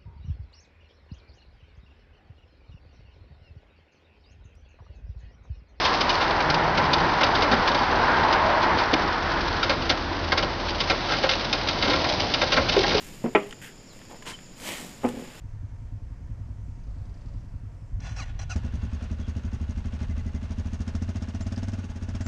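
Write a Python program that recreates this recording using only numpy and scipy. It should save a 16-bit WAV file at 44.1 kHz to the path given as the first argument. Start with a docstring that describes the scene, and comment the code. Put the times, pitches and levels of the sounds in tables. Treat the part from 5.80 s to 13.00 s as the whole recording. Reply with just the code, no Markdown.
"""A high-reach excavator bites into a concrete wall outdoors. From the start its diesel drones, fan and
hydraulics roar, hums and rushes swell in the din, and grit trickles. Chips shatter in short splashes, each
doubled by the hard ground. At 1.6 s the first heavy lump thuds down. Near 3 s the concrete gives, the
jaws ease off and the roar sinks. Around 6 s gravel slides, and chips and lumps fall thickly to the end."""
import sys
import numpy as np
from scipy import signal
from scipy.fft import rfft, irfft
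from scipy.io import wavfile
from scipy.ndimage import uniform_filter1d

SR = 44100
rng = np.random.default_rng(int(sys.argv[2]) if len(sys.argv) > 2 else 0)


def generate_wav(sig):
    """Save sig (samples, or channels by samples) to the path in sys.argv[1] as 16-bit PCM at SR."""
    pcm = np.round(np.clip(np.atleast_2d(sig).T, -1, 1) * 32767).astype(np.int16)
    wavfile.write(sys.argv[1], SR, pcm)


N = 317520
TIME = np.arange(N) / SR

# Chips that shatter. Each row: start in seconds, base level in dB, heft in dB (more heft means
# louder big fragments), base time the splinters take to scatter in seconds.
CHIPS = [(0.05, -18.5, -6.5, 0.0064), (.206, -17.5, -4, .004), (0.291, -18.5, -12.5, 0.0059),
         (.409, -27, 2, .008), (.602, -25.5, -0.5, .003), (0.699, -18, -2.5, 0.0027),
         (.742, -19, -12, 0.002), (.973, -24, 1.5, .005), (1.131, -14.5, -4.5, 0.0031),
         (1.409, -22, 4, 0.0036), (1.432, -16, -2, 0.0033), (1.548, -21.5, -3.5, 0.0043),
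         (1.62, -23, 2.5, 0.0055), (1.713, -23, 3, 0.006), (1.872, -21.5, 0.5, 0.0054),
         (1.944, -25.5, 2, .005), (2.525, -20.5, -10.5, 0.0034), (2.825, -27.5, -4, 0.0063),
         (2.979, -26, -1.5, .009), (3.131, -24.5, 4, 0.0032), (3.138, -13, -4.5, .001),
         (3.679, -25, -11, .0025), (3.828, -20, -4, .0045), (3.894, -19.5, 2, 0.0045),
         (4.093, -17, -2, 0.0057), (4.519, -19.5, 2, .0035), (4.575, -17, -1.5, .004),
         (4.624, -24.5, 1, 0.0042), (5.003, -18.5, -9.5, 0.004), (5.097, -18.5, 0, 0.0053),
         (5.29, -28.5, 5, 0.005), (5.318, -25.5, 1.5, 0.0087), (5.434, -24, 3, 0.0051),
         (5.489, -17, -5, .005), (5.51, -21.5, -3, 0.0042), (5.533, -14.5, -27.5, 0.0018),
         (5.727, -16, -4, 0.0032), (5.884, -20, -7.5, 0.0044), (6.023, -20.5, -2, 0.0062),
         (6.048, -24, -6, .004), (6.073, -26.5, 2, 0.0073), (6.097, -23.5, -1, .009),
         (6.132, -20.5, -1, .003), (6.242, -23.5, 1, 0.0027), (6.288, -22, -6, .003),
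         (6.536, -17.5, -7.5, 0.0043), (6.614, -19.5, 2, .004), (6.719, -17.5, -4.5, .006),
         (6.765, -22, 5, .005), (6.888, -18.5, -5, .004), (6.92, -22.5, -8.5, 0.0071),
         (6.963, -22.5, 0.5, 0.0019), (6.99, -16.5, -13, 0.00086), (7.035, -24.5, 3, 0.0033),
         (7.106, -24, -1, 0.0054), (7.143, -20, -10, 0.0034)]
# The hollow tone of knocking stones. Each row: frequency in Hz, relative level in dB.
KNOCK_COLOUR = [(120, -33), (300, 3), (420, -2.5), (530, 7.5), (680, 3), (850, 0), (1050, -1),
                (1600, -23.5)]


def undb(db):
    """Turn decibels into a number to multiply a sound by."""
    return 10 ** (np.asarray(db) / 20)


def unit(x):
    """Scale a signal so that its average size (rms) is 1."""
    return x / np.sqrt(np.mean(x ** 2))


def curve(table):
    """Join rows of (seconds, value) with straight lines, one value per sample."""
    return np.interp(TIME, *np.transpose(table))


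def walk(rate):
    """Smooth random wandering of size about 1, with rate new turns a second."""
    steps = np.interp(TIME * rate, np.arange(2048), rng.standard_normal(2048))
    return unit(uniform_filter1d(steps, int(SR / rate / 2)))


def swell(peak_s, length_s):
    """A smooth rise and fall, loudest at peak_s."""
    return np.cos(np.pi * np.clip((TIME - peak_s) / length_s, -.5, .5))


def colour(x, points):
    """Shape the tone along (Hz, dB) points; white noise keeps its power."""
    hz, db = np.transpose(points)
    octave = np.log2(np.maximum(np.arange(N // 2 + 1) * SR / N, 1))
    octaves_outside = np.maximum(np.log2(hz[0]) - octave, 0) + np.maximum(octave - np.log2(hz[-1]), 0)
    gain = undb(np.interp(octave, np.log2(hz), db) - 20 * octaves_outside)
    # These steps make the filter ring after each hit, not before it.
    cepstrum = irfft(np.log(unit(gain)), N)
    cepstrum[1:N // 2] *= 2
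    cepstrum[N // 2 + 1:] = 0
    return irfft(rfft(x) * np.exp(rfft(cepstrum)), N)


def resonate(x, hz, width_hz):
    """Let a sound ring at one pitch; a smaller width rings longer."""
    return signal.lfilter(*signal.iirpeak(hz, hz / width_hz, fs=SR), x)


def narrow_noise(hz, width_hz):
    """Noise gathered around one pitch, which may move."""
    lowpass = signal.butter(2, width_hz / 2, fs=SR, output="sos")
    swirl = signal.sosfilt(lowpass, rng.standard_normal((2, N)))
    phase = 2 * np.pi * np.cumsum(hz * np.ones(N)) / SR
    return unit(swirl[0] * np.cos(phase) + swirl[1] * np.sin(phase))


def splinters(rate, scatter_db):
    """Tiny hits of uneven size at random moments, about rate of them a second."""
    hit = rng.random(N) < rate / SR
    size = undb(scatter_db * np.clip(rng.standard_normal(N), -2, 2))
    return unit(hit * size * rng.choice([-1, 1], N))


def splash(starts, db, spread_s):
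    """The loudness of bursts of splinters: each grows for spread_s, then dies away."""
    power = np.zeros(N)
    for start, gain, spread in zip(starts, undb(db), spread_s):
        first = max(int(start * SR), 0)
        age = np.arange(min(SR // 5, N - first)) / SR / max(spread, .001)
        power[first:first + len(age)] += gain ** 2 * age * np.exp(1 - age)
    return np.sqrt(power)


def engine():
    """The diesel holds its speed: its firing tones waver on their way through the air, over a rumble."""
    # Firing tones. Each row: pitch in Hz, level in dB, amount of wavering in dB.
    firing_tones = [(39.7, -40.5, 1.9), (79.9, -43.5, -2), (95.9, -51, 1.5), (337.3, -44, 3)]
    # The engine bay's rumble. Each row: time in seconds, level in dB.
    rumble_levels = [(0, -35), (1.1, -32.5), (1.65, -31.5), (2.1, -32), (4.2, -33), (5.4, -34.5),
                     (7.2, -31)]
    # The rumble's tone. 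Each row: frequency in Hz, relative level in dB.
    rumble_colour = [(12, -23.5), (25, -2.5), (45, -6.5), (65, 2), (90, 0.5), (125, -2), (200, -1.5),
                     (310, -2.5), (450, -7), (800, -12), (2000, -26.5)]
    clock = np.cumsum(1 + 0.00635 * walk(3.3)) / SR  # runs slightly fast and slow
    tones = 0
    for hz, db, waver_db in firing_tones:
        waver = undb(waver_db * walk(3))
        tone = np.sin(2 * np.pi * (hz * clock + rng.random()))
        tones += undb(db) * unit(waver * tone)
    rumble = colour(rng.standard_normal(N), rumble_colour)
    return tones + rumble * undb(curve(rumble_levels) + 1.3 * walk(12))


def roar():
    """Fan air and hydraulic oil rush harder under load; a broad howl drifts with the effort."""
    # The jaws push, then ease off. Each row: time in seconds, base level of the roar in dB.
    load = [(0.0, -26), (0.18, -27), (0.61, -25), (1.47, -25), (1.66, -26), (2.39, -23.5), (2.97, -24.5),
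            (3.18, -29), (3.68, -30), (4.25, -34.5), (4.52, -33.5), (5.06, -35.5), (5.44, -35.5),
            (5.8, -35)]
    # The roar's main resonance. Each row: time in seconds, pitch in Hz.
    howl_pitch = [(0.18, 1030), (0.87, 867.5), (1.06, 988), (1.24, 921.5), (3.3, 951.4)]
    # The tone of rushing air and oil. Each row: frequency in Hz, relative level in dB.
    rush_colour = [(120, -27.5), (280, -6), (500, -5.5), (750, -1.5), (1000, -0.5), (1200, -4),
                   (1480, -3.5), (1900, -7.5), (2600, -15.5), (4500, -25.5), (6500, -44)]
    load_db = curve(load)
    rush = colour(rng.standard_normal(N), rush_colour) * undb(0.76 * walk(16))
    howl = narrow_noise(curve(howl_pitch), width_hz=240)
    strain = undb(0.8 * (load_db - load_db.max()))  # the howl stands out only near full load
    return undb(load_db) * (undb(1.42) * rush + undb(-2.0) * strain * howl)


def hums_and_rushes():
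    """Bands of noise swell and fade at set times: low hums and brief higher rushes in the din."""
    # Each row: loudest moment in seconds, length in seconds, pitch in Hz, width in Hz, peak level in dB.
    swells = [(0.196, .7, 1152, 250, -34.5), (1.01, 1.16, 154.2, 30, -32.5), (1.55, .7, 52, 5.4, -38.5),
              (2.33, 0.37, 1497, 210, -28.5), (2.703, 0.32, 632, 126, -27), (3.306, 1.9, 1400, 770, -32.5),
              (4.1, 2.3, 82, 20, -39), (6.9, 1.2, 99.9, 60, -39.5)]
    return sum(undb(db) * swell(peak_s, length_s) * narrow_noise(hz, width_hz)
               for peak_s, length_s, hz, width_hz, db in swells)


def grit():
    """Crumbs patter in many small splashes over a fine hiss of sand."""
    # The flow of falling grit. Each row: time in seconds, base level in dB.
    flow = [(0.0, -26.5), (0.12, -31.5), (0.44, -35), (0.98, -38), (1.48, -34), (2.21, -35.5), (3.41, -38),
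            (3.79, -34.5), (4.29, -38.5), (4.87, -37), (5.27, -33.5), (5.88, -33.5), (6.22, -30.5),
            (6.56, -31.5), (6.86, -30.5), (7.2, -29.5)]
    # The grit's tone. Each row: frequency in Hz, relative level in dB.
    grit_colour = [(300, -6), (600, 9.5), (1400, -6), (2100, 1), (3000, 2.5), (4000, 3.5), (5000, 2.5),
                   (5600, -4.5), (6500, -12)]
    when, size = rng.random((320, 2)).T
    patter = unit(splash(when * N / SR, db=8 * size ** 2, spread_s=np.full(len(when), .003)))
    crumbs = patter * splinters(rate=3000, scatter_db=3.5)
    sand = splinters(rate=7300, scatter_db=2.0)
    return undb(curve(flow)) * colour(undb(-2.0) * crumbs + undb(-0.35) * sand, grit_colour)


def ground(x, hardness):
    """The ground and a hard surface nearby send the sound back a moment late, making it hollow."""
    # Each row: delay in seconds, strength of the echo at a hardness of 1.
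    bounces = [(.00135, 0.13), (.003735, 0.6)]
    echoes = sum(hardness * share * np.interp(TIME - delay, TIME, x, left=0) for delay, share in bounces)
    return (x + echoes) / np.sqrt(1 + sum((hardness * share) ** 2 for _, share in bounces))


def yard(x, fade_s, tail_db, dull_hz):
    """Buildings around the site add a thin, dull tail that falls 60 dB in fade_s."""
    age = TIME[:SR]
    tail = rng.standard_normal(SR) * undb(-60 * age / fade_s) * (1 - np.exp(-age / .02))
    tail = signal.sosfilt(signal.butter(1, dull_hz, fs=SR, output="sos"), tail)
    return x + undb(tail_db) * signal.fftconvolve(x, tail / np.linalg.norm(tail))[:N]


def cracks():
    """The first splinters of each chip: a spray of tiny hits makes the pieces ring."""
    # How splinters ring; light chips ring higher. Each row: pitch in Hz, width in Hz,
    # relative level in dB, extra dB for each dB of heft.
    rings = [(2060, 450, -5.5, 1.1), (3700, 300, -8.5, 0.5), (4420, 820, -11, 0.2)]
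    # The crack's bright tone. Each row: frequency in Hz, relative level in dB.
    crack_colour = [(1300, -25), (2200, -2.5), (2800, 0), (3750, -1), (4300, -2.5), (5000, -2), (5600, -9),
                    (6500, -14.5)]
    starts, db, heft_db, spread_s = np.transpose(CHIPS)
    quick_s = .84 * spread_s
    hits = splinters(rate=6500, scatter_db=4.0)
    ring = sum(resonate(splash(starts, db + ring_db + per_heft * heft_db, quick_s) * hits, hz, width_hz)
               for hz, width_hz, ring_db, per_heft in rings)
    spray = splash(starts, db, quick_s) * hits
    return colour(undb(-3.5) * spray + ring, crack_colour)


def chips():
    """Each chip bursts: splinters crack, then bigger fragments clatter and knock, more so with heft."""
    # The tone of clattering fragments. Each row: frequency in Hz, relative level in dB.
    clatter_colour = [(700, -27), (1080, -4), (1220, -9), (1400, 0.5), (1600, -5), (1850, -7.5),
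                      (2150, -7.5), (3000, -22)]
    starts, db, heft_db, spread_s = np.transpose(CHIPS)
    clatter_bursts = splash(starts, db + heft_db, 1.38 * spread_s)
    knock_bursts = splash(starts, db + 1.6 * heft_db, 1.8 * spread_s)  # knocks grow faster with heft
    clatter = colour(clatter_bursts * splinters(rate=3700, scatter_db=8.5), clatter_colour)
    knock = colour(knock_bursts * splinters(rate=1800, scatter_db=3.5), KNOCK_COLOUR)
    return cracks() + undb(-4.0) * clatter + undb(-6) * knock


def lumps():
    """A heavy lump lands with one dull, ringing blow and rattles as it tumbles to rest."""
    # Each row: start in seconds, base level in dB, pitch in Hz, tumbling time in seconds.
    landings = [(1.624, -23, 286, .012), (1.714, -21.5, 239, 0.023), (3.131, -16, 297, 0.011),
                (4.579, -31, 293.5, .03), (5.44, -24, 511, .02), (6.076, -22, 276.6, 0.019),
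                (6.432, -26.5, 794, 0.017), (6.774, -26.5, 237, 0.023), (6.963, -19.5, 377.4, 0.063),
                (7.037, -29, 788, 0.037), (7.147, -19.5, 396, .024)]
    # How a lump rings. Each row: multiple of its pitch, relative level in dB, seconds to fall 60 dB.
    rings = [(.62, -10.5, .07), (.9, -2, 0.11), (1.04, -0.5, 0.23), (1.42, -0.5, 0.059), (2.2, -11.5, .05)]
    out = np.zeros(N + SR)
    age = np.arange(SR // 4) / SR
    for start, db, hz, tumble_s in landings:
        ring = sum(undb(ring_db - 60 * age / fade_s) * np.sin(2 * np.pi * hz * ratio * age)
                   for ratio, ring_db, fade_s in rings)
        blow = ring * (1 - np.exp(-age / 0.0042))
        rattle = rng.standard_normal(len(age)) * np.exp(-age / tumble_s)
        for _ in range(2):  # filtering twice makes it duller
            rattle = resonate(rattle, 1.06 * hz, width_hz=0.89 * hz)
        thud = unit(blow) + undb(-1.5) * unit(rattle)
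        first = int(start * SR)
        out[first:first + len(age)] += undb(db) * unit(thud) * np.sqrt(tumble_s / age[-1])
    return out[:N]


def slide():
    """Coarse gravel pours off the broken edge: a dense, uneven run of small knocks."""
    # One row: loudest moment in seconds, length in seconds, level in dB.
    pour = (6.22, 0.65, -33)
    peak_s, length_s, db = pour
    stones = splinters(rate=1600, scatter_db=3.0) * undb(1.7 * walk(25))
    return undb(db) * colour(swell(peak_s, length_s) * stones, KNOCK_COLOUR)


def scene():
    """Rubble and the machine behind it; the widely scattered grit echoes less than the chips."""
    rubble = ground(chips(), hardness=0.87) + ground(grit() + slide(), hardness=0.13) + lumps()
    rubble = yard(rubble, fade_s=0.48, tail_db=-21.0, dull_hz=2500)
    return (rubble + engine() + roar() + hums_and_rushes())[None]


def record(dry):
    """Cut the highest treble away steeply."""
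    top_hz = 6250
    return signal.sosfilt(signal.butter(22, top_hz, fs=SR, output="sos"), dry)


dry = scene()
out = record(dry)
generate_wav(out)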